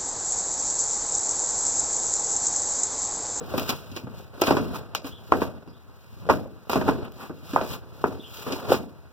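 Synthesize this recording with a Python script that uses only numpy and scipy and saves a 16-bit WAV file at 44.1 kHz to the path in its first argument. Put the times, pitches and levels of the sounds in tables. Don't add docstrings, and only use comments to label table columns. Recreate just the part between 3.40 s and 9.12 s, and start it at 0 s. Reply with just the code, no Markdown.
import sys
import numpy as np
from scipy import signal
from scipy.io import wavfile
from scipy.ndimage import map_coordinates

SR = 44100
rng = np.random.default_rng(int(sys.argv[2]) if len(sys.argv) > 2 else 0)


def store_pcm(level_fs):
    pcm = np.round(np.clip(level_fs, -1, 1) * 32767).astype(np.int16)
    wavfile.write(sys.argv[1], SR, np.atleast_2d(pcm).T)


N = 252252
TIME = np.arange(N) / SR

# start in seconds, knock in dB,
# boom in dB, tick in dB, note of that board in Hz, level of the note relative to the boom in dB.
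KNOCKS = [(0.012, -26.5, -38.5, -66, 484, 11.5), (0.139, -15.5, -27, -41, 510, 10.5),
          (0.18, -15.5, -40, -28, 248, 12), (0.218, -19, -50, -45, 514, 4),
          (0.292, -20, -39, -21.5, 245, 0), (0.515, -55, -36.5, -44, 100, 2.5),
          (0.564, -20, -43, -29, 325, 7), (0.636, -58, -33.5, -61, 125, 2.5),
          (0.67, -27, -46, -67, 272, 15), (1.017, -4.5, -33, -20, 354, 20.5),
          (1.069, -10.5, -47, -23, 590, 5), (1.08, -6, -21.5, -28, 276, -12),
          (1.107, -4, -18.5, -26, 322, -26), (1.168, -8, -21, -28.5, 278, -19),
          (1.549, -17.5, -51, -23, 428, -6), (1.644, -26, -39.5, -40, 274, 12.5),
          (1.921, -1.5, -22, -34, 510, 3), (2.018, -10, -31, -38, 410, -3),
          (2.092, -30.5, -53, -66, 596, 21.5), (2.275, -35.5, -42.5, -55, 178, 1.5),
          (2.866, -31.5, -35, -50, 480, 4), (2.889, -6.5, -35, -39, 430, 14.5),
          (2.897, -0.5, -23.5, -29, 550, 4), (3.058, -32.5, -46, -65, 550, 16),
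          (3.296, -9.5, -34, -29.5, 240, 4), (3.332, -10, -36.5, -26, 384, 14.5),
          (3.357, -5, -20, -34, 258, 5.5), (3.412, -11.5, -32, -37, 557, -2),
          (3.48, -5.5, -27.5, -33, 350, -10), (3.489, -11, -23.5, -34, 282, 11.5),
          (3.585, -34, -36.5, -60, 368, 12.5), (3.896, -24.5, -32.5, -63, 319, 4.5),
          (4.134, -19, -34, -36.5, 282, 14), (4.161, -4.5, -48, -57, 600, -7),
          (4.212, -13, -37, -37, 390, 13), (4.641, -6, -26, -51, 393, 10),
          (5.066, -18.5, -33.5, -58, 360, 5), (5.122, -23, -39, -27.5, 268, 15),
          (5.304, -12.5, -22, -45, 364, 6), (5.319, -6, -32.5, -36, 544, 25.5),
          (5.341, -14.5, -38, -30.5, 365, 22)]


def from_db(db):
    return 10 ** (np.asarray(db) / 20)


def at_hz(points, hz):
    f, value = np.transpose(points)
    return np.interp(np.log(hz), np.log(f), value)


def drift(per_s):
    knots = rng.standard_normal(N // 8)
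    return np.interp(TIME * per_s, np.arange(len(knots)), knots)


def grain(per_s, rough_db):
    force = from_db(rough_db * drift(per_s))
    return force / np.sqrt(np.mean(force ** 2))


def clicks(seconds, heights):
    samples = np.round(np.clip(seconds, 0, TIME[-1]) * SR).astype(int)
    return np.bincount(samples, heights, N) + 1e-18


def ring(force, hz, t60):
    radius = from_db(-60 / (t60 * SR))
    w = 2 * np.pi * hz / SR
    return signal.lfilter([0, np.sin(w)], [1, -2 * radius * np.cos(w), radius * radius], force)


def die_away(energy, t60):
    return signal.lfilter([1], [1, -from_db(-120 / (t60 * SR))], energy)


def swell(s, db, rise, fall):
    span_db = 20.5
    distance = np.maximum((s - TIME) / rise, (TIME - s) / fall).clip(max=10)
    return from_db(db - span_db * distance) ** 2


def deck(knock_db=-11, boom_db=-2, tick_db=-13, clatter_t60=0.11, crack_t60=0.015, crack_db=3):
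    # frequency in Hz, relative level in dB.
    deck_colour = [(30, -27), (65, -10), (100, -10.5), (160, 1.5), (260, 5), (450, 2), (800, -4.5),
                   (1250, -3), (1900, -20), (2600, 4), (3600, -14.5), (5200, -10), (8500, -25),
                   (15000, -19)]
    # frequency in Hz, t60 in seconds.
    boom_t60 = [(60, 1), (170, 0.63), (340, 0.49), (700, 0.43), (1400, 0.29), (3000, 0.11), (15000, 0.23)]
    # frequency in Hz, level in dB.
    boom_share = [(60, -4), (200, -2), (500, -9.5), (1200, -16), (4000, 14), (15000, -36)]
    splinter_from_db, splinter_growth = -30.5, 0.99

    s, knock, boom, tick, _, _ = np.transpose(KNOCKS)
    splinter = splinter_growth * np.maximum(tick - splinter_from_db, 0)
    rattle = grain(260, rough_db=2.5) ** 2

    def band_power(hz):
        low = at_hz([(230, 1), (600, 0)], hz)
        high = at_hz([(1600, 0), (2600, 1)], hz)
        level = low * (boom + boom_db) + high * (tick + tick_db) + (1 - low - high) * (knock + knock_db)
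        colour = at_hz(deck_colour, hz)
        energy = clicks(s, from_db(level + colour) ** 2)
        clatter = die_away(energy, clatter_t60)
        tail = die_away(energy, at_hz(boom_t60, hz)) * from_db(at_hz(boom_share, hz)) ** 2
        crack = clicks(s, (1 - low) * from_db(tick + tick_db + splinter + crack_db + colour) ** 2)
        return (clatter + tail) * rattle + die_away(crack, crack_t60)
    return band_power


def slaps(contact_s=0.0012, bend_hz=900, bend_width_hz=1300):
    # start in seconds, level in dB, pitch in Hz.
    board_slaps = [(1.107, -4, 760), (1.55, -12, 1270), (1.9214, 3.5, 1060), (2.018, -13, 865),
                   (2.897, -2, 967), (3.357, -9, 656), (3.488, -5, 787), (4.161, 0.5, 890),
                   (4.64, -2.5, 925), (5.319, -1.5, 670)]
    # multiple of the slap pitch, level in dB, t60 in seconds.
    slap_modes = [(.5, -9, 0.011), (1.0, 3.5, 0.0093), (1.33, -3, 0.013), (2.9, -15, 0.0049)]

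    out = np.zeros(N)
    soft = np.exp(-2 * np.pi / (contact_s * SR))
    push = (1 - soft) * soft ** np.arange(SR // 16)
    _, poles = signal.iirpeak(bend_hz, bend_hz / bend_width_hz, SR)
    push = signal.lfilter(poles[::-1], poles, push)
    for s, slap_db, hz in board_slaps:
        crack = np.zeros(len(push))
        for k, (multiple, db, t60) in enumerate(slap_modes):
            crack += (-1) ** k * from_db(db) * ring(push, multiple * hz, t60)
        start = int(s * SR)
        out[start:start + len(crack)] += from_db(slap_db) * crack
    return out


def taps(knock_db=-9, bump_db=3, chatter_db=-25, chatter_t60=0.31, per_s=45, spread_db=4, cycles=7):
    # frequency in Hz, level in dB.
    tap_modes = [(290, -9.5), (505, -4.5), (680, -6.5), (950, -8), (1300, -14)]
    tap_top_db = -21

    s, knock = np.transpose(KNOCKS)[:2]
    chatter = die_away(clicks(s, from_db(knock + chatter_db) ** 2), chatter_t60)
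    unrest = roll_power()[1] * from_db(bump_db) ** 2 + chatter
    born = rng.random(N) < per_s / SR
    sizes = from_db(spread_db * (np.minimum(rng.exponential(1, N), 3) - 1))
    ridges = born * np.sqrt(unrest) * sizes
    force = clicks(s, from_db(np.minimum(knock + knock_db, tap_top_db))) + ridges
    out = np.zeros(N)
    for k, (hz, db) in enumerate(tap_modes):
        uneven = from_db(db + 3.7 * drift(90))
        out += (-1) ** k * ring(force * uneven, hz, cycles / hz)
    return out


def boards(cycles=20, level_db=2):
    out = np.zeros(N)
    for s, _, boom, _, hz, note in KNOCKS:
        start = int(s * SR)
        age = TIME[:min(SR // 4, N - start)]
        onset = 1 - np.exp(-2 * hz * age)
        fade = from_db(boom + note + level_db - 60 * hz * age / cycles)
        out[start:start + len(age)] += onset * fade * np.sin(2 * np.pi * hz * age)
    return out


def drum(level_db=-2, spread_db=3):
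    # frequency in Hz, level in dB, t60 in seconds.
    shell_modes = [(78.7, -21, 0.31), (95.4, -23.5, 0.65), (153.4, -30, 0.33), (198.5, -18.5, 0.24),
                   (267.4, -12.5, 0.31), (295.7, -11, 0.15), (368, -26.5, 0.19), (433, -20.5, 0.58),
                   (484.4, -16.5, 0.24), (621, -18.5, 0.36), (980, -45, 0.147), (1146, -28, 0.093)]

    s, knock, boom = np.transpose(KNOCKS)[:3]
    chance = rng.standard_normal((len(s), 2, len(shell_modes)))
    blow_db = (knock + boom)[:, None] / 2 + level_db
    strength = np.sign(chance[:, 0]) * from_db(spread_db * chance[:, 1] + blow_db)
    out = np.zeros(N)
    for k, (hz, db, t60) in enumerate(shell_modes):
        out += ring(clicks(s, strength[:, k] * from_db(db)), hz, t60)
    return out


def roll_power():
    # moment of top speed in seconds, boom in dB, rumble in dB,
    # rise in seconds, fall in seconds.
    heaves = [(0.1, -37.5, -39, 1, 1.0), (0.74, -40, -46, 0.061, 0.26), (1.09, -55, -27, 0.14, 0.18),
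              (1.2, -33.5, -36, 0.099, .5), (1.8, -45.5, -59.5, 0.34, 0.44), (2.02, -40, -40.5, 0.38, 0.29),
              (2.95, -32.5, -42, 0.24, 0.21), (3.48, -29.5, -30.5, 0.15, 0.28),
              (4.19, -34.5, -39.5, 0.22, 0.46), (4.72, -40.5, -44.5, 0.25, 0.29),
              (5.13, -40.5, -32.5, 0.16, 0.31), (5.3, -35, -30, 0.058, 0.087)]
    creep_boom_db, creep_rumble_db = -56.5, -58

    boom = sum(swell(s, db, rise, fall) for s, db, _, rise, fall in heaves)
    rumble = sum(swell(s, db, rise, fall) for s, _, db, rise, fall in heaves)
    return boom + from_db(creep_boom_db) ** 2, rumble + from_db(creep_rumble_db) ** 2


def skid_level(creep_db=-75.5):
    # moment at its height in seconds, scrape in dB, rise in seconds, fall in seconds.
    skids = [(0.2, -47.5, 0.21, 0.38), (0.296, -33.5, 0.018, 0.033), (0.568, -52, 0.047, 0.068),
             (0.79, -60, .12, 0.14), (1.07, -44.5, 0.1, .27), (1.36, -45, 0.052, 0.044),
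             (1.665, -47.5, 0.033, 0.08), (1.97, -54.5, 0.2, 0.15), (2.03, -48.5, 0.052, .075),
             (2.79, -66, 0.51, 0.39), (2.909, -46.5, 0.018, 0.11), (3.315, -41, .015, 0.12),
             (3.49, -52.5, 0.25, 0.14), (3.82, -55, 0.11, 0.12), (4.155, -50, 0.19, 0.19),
             (4.342, -46.5, 0.22, 0.054), (4.68, -57.5, 0.23, 0.13), (4.98, -51, 0.19, 0.32),
             (5.13, -51, 0.36, 0.31), (5.324, -35.5, 0.048, 0.072)]
    return 10 * np.log10(sum(swell(*skid) for skid in skids) + from_db(creep_db) ** 2)


def rolling(sliding, boom_db=0, rumble_db=0, scrape_db=-8, drag_db=-2):
    # middle in seconds, level in dB ahead of drag_db, half length in seconds.
    drags = [(0.315, -27, 0.017), (1.357, -29, 0.012), (1.669, -35.5, 0.011), (3.653, -36.5, 0.009),
             (3.827, -35, 0.027), (4.341, -38, 0.027), (5.108, -34, 0.031), (5.196, -34.5, 0.013)]
    # frequency in Hz, relative level in dB.
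    rumble_colour = [(30, -15), (60, -3), (100, 5), (160, 2.5), (270, -3), (500, 1), (900, -7),
                     (1400, -7.5), (2000, -33), (3500, -16.5), (8000, -50), (16000, -51)]
    scrape_colour = [(30, -1), (300, -10), (1300, 12.5), (1900, -5.5), (2600, 7), (3700, 8.5), (5200, 1.5),
                     (7000, -8.5), (9000, -12.5), (12000, -8), (15000, -2)]
    drag_colour = [(30, -54), (200, -0.5), (600, -6.5), (1250, -2), (1900, -21), (3000, -18), (6000, -44),
                   (15000, -36.5)]

    boom, rumble = roll_power()
    bumps = grain(110, rough_db=3.5) ** 2
    rasp = (grain(1500, rough_db=1.5) * grain(110, rough_db=2)) ** 2
    scrape = from_db(sliding + scrape_db) ** 2 * rasp
    drag = np.zeros(N)
    for s, db, half in drags:
        drag += rasp * from_db(db + drag_db) ** 2 * np.exp(-((TIME - s) / half) ** 2)

    def band_power(hz):
        low = at_hz([(150, 1), (300, 0)], hz)
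        roll = bumps * (boom * low * from_db(boom_db) ** 2 + rumble * (1 - low) * from_db(rumble_db) ** 2)
        layers = (roll, rumble_colour), (scrape, scrape_colour), (drag, drag_colour)
        return sum(power * from_db(at_hz(colour, hz)) ** 2 for power, colour in layers)
    return band_power


def grit(sliding, snap_db=-4, loose_db=-5, per_s=110, spread_db=4, far_port_db=-7):
    # start in seconds, peak in dB ahead of snap_db and the ring.
    snaps = [(0.1785, -17), (0.1968, -11), (0.2927, -25), (0.5626, -37), (0.7866, -49), (1.014, -14),
             (1.1034, -32), (1.1518, -30), (1.5504, -20), (1.9235, -52), (2.8994, -51), (2.9744, -46),
             (3.2994, -21), (3.7214, -34), (4.6703, -33)]
    # frequency in Hz, level in dB, t60 in seconds.
    grain_ring = [(2700, 3.5, 0.0035), (5360, 2, 0.0017), (7700, -4, 0.0013), (11800, -6, 0.0031),
                  (14900, 6, 0.0036)]

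    s, db = np.transpose(snaps)
    born = rng.random(N) < per_s / SR
    sizes = from_db(sliding + loose_db + spread_db * np.minimum(rng.exponential(1, N), 3))
    force = clicks(s, from_db(db + snap_db)) + born * sizes
    sound = np.zeros(N)
    for k, (hz, level, t60) in enumerate(grain_ring):
        uneven = from_db(level + 2 * drift(280))
        sound += (-1) ** k * ring(force * uneven, hz, t60)
    return sound * from_db([[0], [far_port_db]])


def bird(waver_hz=230, echo_t60=0.33, direct_db=-3):
    # start in seconds, length in seconds, start pitch in Hz, end pitch in Hz, level in dB.
    chirps = [(1.705, .05, 3150, 3300, -44), (1.74, .04, 3700, 3100, -49), (2.275, .035, 4800, 5000, -56),
              (2.325, .06, 3300, 4000, -58), (4.79, .03, 3800, 3350, -43), (4.82, .055, 3050, 3200, -42)]

    song = np.zeros(N)
    waver = waver_hz * drift(700)
    for s, length, start_hz, end_hz, db in chirps:
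        progress = np.clip((TIME - s) / length, 0, 1)
        pitch = start_hz + (end_hz - start_hz) * progress + waver
        song += from_db(db) * np.sin(np.pi * progress) * np.sin(2 * np.pi * np.cumsum(pitch) / SR)
    echoes = rng.standard_normal((2, SR // 3)) * from_db(-60 * TIME[:SR // 3] / echo_t60)
    echoes /= np.linalg.norm(echoes, axis=1, keepdims=True)
    return from_db(direct_db) * song + signal.fftconvolve(song[None], echoes, axes=1)[:, :N]


def still_air(air_db=-58):
    # frequency in Hz, relative level in dB.
    air_colour = [(30, -26), (80, 11), (200, -9), (600, -10), (1300, -4.5), (2000, -16), (3200, -28),
                  (6000, -38), (9000, -38), (15000, -34.5)]
    return lambda hz: from_db(air_db) ** 2 * from_db(at_hz(air_colour, hz)) ** 2


def diffuse(band_power):
    # frequency in Hz, level in dB.
    port_side = [(40, -6), (100, -6), (200, -14.5), (400, -10), (800, -2.5), (1200, 2), (2200, -4.5),
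                 (4000, -0.5), (15000, 2.5)]
    # frequency in Hz, level in dB.
    port_balance = [(60, 4.5), (400, 3.5), (1500, -5.5), (4000, 2), (8000, 25.5), (15000, 15)]

    edges = np.geomspace(28, 17000, 25)
    centres = np.sqrt(edges[1:] * edges[:-1])
    out = np.zeros((2, N))
    white = rng.standard_normal((2, 2, N)) * np.sqrt(SR / 2000)
    for k, hz in enumerate(centres):
        band = signal.butter(2, edges[k:k + 2], "band", fs=SR, output="sos")
        mid, side = signal.sosfilt(band, white[k % 2])
        side = side * from_db(at_hz(port_side, hz))
        lean = from_db(at_hz(port_balance, hz) / 2)
        out += np.sqrt(band_power(hz)) * np.array([(mid + side) * lean, (mid - side) / lean])
    return out


def coloured(x):
    # frequency in Hz, width in Hz, level in dB.
    resonances = [(259, 43, -8.5), (374, 22, -8), (510, 16, -36), (936, 9.3, -11.5), (1190, 11, -38),
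                  (2416, 198, 10), (2750, 78, 1.5), (3370, 14, -30), (3560, 29, -15), (4010, 170, -8),
                  (4510, 150, 1), (4976, 84, 0), (5280, 65, -4), (6310, 63, 5), (7470, 21.4, -23),
                  (14205, 72, -15), (14900, 49, 2)]
    out = x
    for hz, width, db in resonances:
        out = out + from_db(db) * signal.lfilter(*signal.iirpeak(hz, hz / width, SR), x)
    return out


def scene():
    sliding = skid_level()
    knocked, rolled, air = deck(), rolling(sliding), still_air()
    clatter = coloured(diffuse(lambda hz: knocked(hz) + rolled(hz) + air(hz)))
    return clatter + slaps() + taps() + boards() + drum() + grit(sliding) + bird()


def record(dry, shelf_low_hz=50, shelf_high_hz=700, low_cut_hz=52, left_bright=0.21):
    port_limit, crossfeed = 0.88, 0.9
    port_delay_s, cutoff_hz = 0.000451, 15850

    ports = dry / (1 + (dry / port_limit) ** 6) ** (1 / 6)
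    late_at = np.arange(N) - port_delay_s * SR
    late = np.array([map_coordinates(port, [late_at], order=3) for port in ports[::-1]])
    pair = (ports - crossfeed * late) / 2
    pair = pair + left_bright * np.array([[1], [-1]]) * np.diff(pair, prepend=0) / 2
    shelf = signal.bilinear([1, 2 * np.pi * shelf_high_hz], [1, 2 * np.pi * shelf_low_hz], SR)
    pair = signal.lfilter(*shelf, pair)
    pair = signal.sosfilt(signal.butter(2, low_cut_hz, "high", fs=SR, output="sos"), pair)
    return signal.sosfilt(signal.ellip(10, .3, 70, cutoff_hz, fs=SR, output="sos"), pair)


dry = scene()
out = record(dry)
store_pcm(out)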